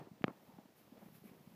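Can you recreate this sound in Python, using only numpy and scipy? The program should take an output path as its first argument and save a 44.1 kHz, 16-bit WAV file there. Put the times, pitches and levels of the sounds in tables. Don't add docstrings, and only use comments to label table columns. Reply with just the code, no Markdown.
import sys
import numpy as np
from scipy import signal
from scipy.fft import rfft, irfft
from scipy.io import wavfile
from scipy.ndimage import uniform_filter1d

SR = 44100
rng = np.random.default_rng(int(sys.argv[2]) if len(sys.argv) > 2 else 0)


def int16_out(signal):
    q = np.round(np.clip(np.atleast_2d(signal).T, -1, 1) * 32767)
    wavfile.write(sys.argv[1], SR, q.astype(np.int16))


N = 68355

# freq_hz, level_db
CLOTH_COLOUR = [(50, -23), (150, 4), (300, 7), (800, 5.5), (1300, -3.5), (2200, -13), (3500, -35),
                (7000, -45)]


def amp(db):
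    return 10 ** (np.asarray(db) / 20)


def unit(x):
    return x / np.sqrt(np.mean(x ** 2) + 1e-20)


def eq_gain(colour, hz):
    freq_hz, level_db = np.transpose(colour)
    return amp(np.interp(np.log(hz + 1), np.log(freq_hz + 1), level_db))


def place(start_s, sound):
    track = np.zeros(N)
    part = track[round(start_s * SR):][:len(sound)]
    part += sound[:len(part)]
    return track


def noise(colour):
    gain = eq_gain(colour, np.fft.rfftfreq(N, 1 / SR))
    return unit(irfft(rfft(rng.standard_normal(N)) * gain, N))


def fader(points):
    return amp(np.interp(np.arange(N) / SR, *np.transpose(points)))


def swell(start_s, length_s, skew):
    progress = np.clip((np.arange(N) / SR - start_s) / length_s, 0, 1)
    return abs(np.sin(np.pi * progress ** skew))


def blow(colour, lag_s=0, lag_hz=150, size=4096):
    hz = np.fft.fftfreq(size, 1 / SR)
    log_gain = np.log(eq_gain(colour, abs(hz)))
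    log_response = np.conj(signal.hilbert(log_gain))
    dispersion = 4 * np.pi * lag_s * np.sign(hz) * np.sqrt(abs(hz) * lag_hz)
    return np.fft.ifft(np.exp(log_response - 1j * dispersion)).real[:size // 2]


def hiss():
    # freq_hz, level_db
    colour = [(25, -33), (80, 1), (170, 11.5), (500, -1), (1000, -2), (2000, -4.5), (5000, -6.5),
              (9000, -13), (11500, -13), (15000, -6)]
    return amp(-72.5) * noise(colour)


def rustle():
    # time_s, level_db
    ride = [(0, -58), (.1, -70), (.25, -67), (.33, -63.5), (.42, -66.5), (.53, -66), (.57, -70),
            (.66, -65.5), (.73, -73), (.82, -67), (.9, -68), (1, -63.5), (1.11, -67), (1.22, -70),
            (1.26, -65), (1.38, -66), (1.55, -68)]
    # freq_hz, level_db
    colour = [(30, -40), (70, -13), (160, 4.5), (350, 0), (550, -2.5), (900, -6.5), (1300, -13.5),
              (2400, -18), (4000, -25), (8000, -37)]
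    grain_db, grain_s = 2, .006
    flicker = unit(uniform_filter1d(rng.standard_normal(N), int(grain_s * SR)))
    return fader(ride) * noise(colour) * amp(grain_db * flicker)


def swishes():
    # time_s, level_db
    ride = [(0, -101), (.3, -83.5), (.46, -74), (.55, -80), (.75, -83.5), (.765, -71), (.79, -68.5),
            (.85, -77), (.95, -78.5), (1.06, -70.5), (1.11, -75.5), (1.158, -63), (1.2, -73.5),
            (1.232, -77.5), (1.242, -68.5), (1.28, -67.5), (1.32, -76.5), (1.55, -74)]
    # freq_hz, level_db
    colour = [(300, -7), (1200, 4), (2600, 2.5), (4500, -3.5), (8500, -8.5), (11500, 5), (15000, 2.5)]
    return fader(ride) * noise(colour)


def scuffs():
    # start_s, length_s, level_db
    strokes = [(-.008, 0.054, -56.5), (0.042, 0.061, -64.5), (0.26, 0.035, -55), (0.285, 0.031, -52.5),
               (0.58, 0.012, -59), (1.011, 0.033, -64)]
    envelope = sum(amp(db) * swell(start_s, length_s, skew=.83) for start_s, length_s, db in strokes)
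    return envelope * noise(CLOTH_COLOUR)


def rubs():
    # start_s, length_s, level_db, first_hz, last_hz
    strokes = [(0.462, 0.14, -70.5, 855, 875), (0.581, 0.04, -62.5, 774, 760),
               (0.938, 0.053, -67, 420, 695), (1.142, 0.022, -77, 2680, 2600), (1.265, 0.03, -62, 290, 440),
               (1.264, 0.044, -71.5, 2460, 2270), (1.317, 0.032, -62.5, 456, 330)]
    resonance_q = 3.3
    out, t = np.zeros(N), np.arange(N) / SR
    for start_s, length_s, level_db, first_hz, last_hz in strokes:
        glide_hz = np.interp(t, (start_s, start_s + length_s), (first_hz, last_hz))
        carrier = np.exp(2j * np.pi * np.cumsum(glide_hz) / SR)
        width_hz = (first_hz + last_hz) / 2 / resonance_q
        pole = np.exp(-np.pi * width_hz / SR)
        lowpassed = signal.lfilter([1], np.poly([pole, pole]), rng.standard_normal(N) / carrier)
        hollow = (carrier * lowpassed).real
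        out += amp(level_db) * swell(start_s, length_s, skew=.74) * unit(hollow)
    return out


def bumps():
    # start_s, level_db, pitch_hz, length_s, drop_octaves
    contacts = [(.003, -46.5, 160, 0.034, 0.2), (.0705, -47.5, 271, 0.0086, 1.95),
                (0.112, -47.5, 166, 0.015, 1.2), (0.131, -56, 188, 0.018, 0.65),
                (0.209, -43.5, 185, 0.012, 2), (.305, -47, 225, 0.014, 1.07), (0.487, -57, 224, .026, 0.32),
                (.533, -55.5, 157, 0.022, 0.32), (0.565, -55.5, 177, .014, 0.34),
                (.584, -46.5, 228, .014, 0.33), (0.651, -57.5, 224, .02, 0.59),
                (0.92, -49.5, 225, .017, 1.2), (1.023, -49.5, 190.7, .023, 0.53),
                (1.056, -50.5, 178, 0.024, 0.59), (1.097, -57, 175, 0.019, .4), (1.121, -55, 179, 0.014, 1),
                (1.146, -54.5, 167, 0.021, .4), (1.179, -59, 180, .011, .7),
                (1.217, -54.5, 162, 0.015, 0.51), (1.2392, -49.5, 278, 0.0073, 1.55),
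                (1.247, -49, 212, 0.028, 0.16), (1.312, -49.5, 190, .013, 1.6),
                (1.403, -55, 187, 0.016, .4), (1.471, -48.5, 178, 0.015, 0.98),
                (1.533, -57, 175.5, 0.029, 0.35)]
    out, t = np.zeros(N), np.arange(N) / SR
    brush = amp(-27) * noise(CLOTH_COLOUR)
    for start_s, level_db, pitch_hz, length_s, drop_octaves in contacts:
        progress = np.clip((t - start_s) / length_s, 0, 1)
        falling_hz = pitch_hz * 2 ** (drop_octaves * (.5 - progress))
        cycles = np.cumsum((progress > 0) * falling_hz) / SR
        envelope = swell(start_s, length_s, skew=.72) ** 2
        out += amp(level_db) * envelope * (brush - np.sin(2 * np.pi * cycles))
    return out


def tick():
    # start_s, gain_db
    hits = [(0.2212, -25)]
    # freq_hz, level_db
    colour = [(100, -21), (700, -6), (2800, -5), (3600, -17), (4400, -36), (10000, -28)]
    return sum(place(start_s, amp(gain_db) * blow(colour)) for start_s, gain_db in hits)


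def knock():
    # freq_hz, level_db
    colour = [(20, -55), (50, -24), (110, -9), (290, 0.5), (500, -6), (900, -17), (1080, -10.5),
              (1350, -10), (1700, -31), (2100, -19.5), (3700, -41.5), (5500, -50), (9000, -53),
              (14000, -70)]
    return place(.2805, amp(5.5) * blow(colour, lag_s=.00083))


def low_thump():
    # freq_hz, level_db
    thump_colour = [(20, -68), (55, -40), (90, -16), (125, -5.5), (185, 0.5), (270, -1.5), (600, -10.5),
                    (790, -10.5), (1010, -22), (1200, -14.5), (1900, -20.5), (3000, -21), (3600, -32.5),
                    (4200, -34.5), (6800, -54), (7600, -76), (14000, -90)]
    # freq_hz, level_db
    slap_colour = [(200, -14), (900, -5), (2300, 10.5), (3500, -12), (5000, -23), (9000, -38)]
    thump_s = .2418
    thump = place(thump_s, -amp(17.8) * blow(thump_colour))
    slap = amp(-40.2) * swell(thump_s, length_s=.0057, skew=.4) * noise(slap_colour)
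    return thump + slap


def scene():
    hits = tick() + low_thump() + knock()
    movement = bumps() + rubs() + rustle() + scuffs() + swishes()
    return (hits + movement + hiss())[None]


def record(dry):
    cutoff_hz = 15400
    high_cut = signal.firwin(1023, cutoff_hz, window=("kaiser", 9), fs=SR)
    return signal.oaconvolve(dry, high_cut[None], "same")


dry = scene()
out = record(dry)
int16_out(out)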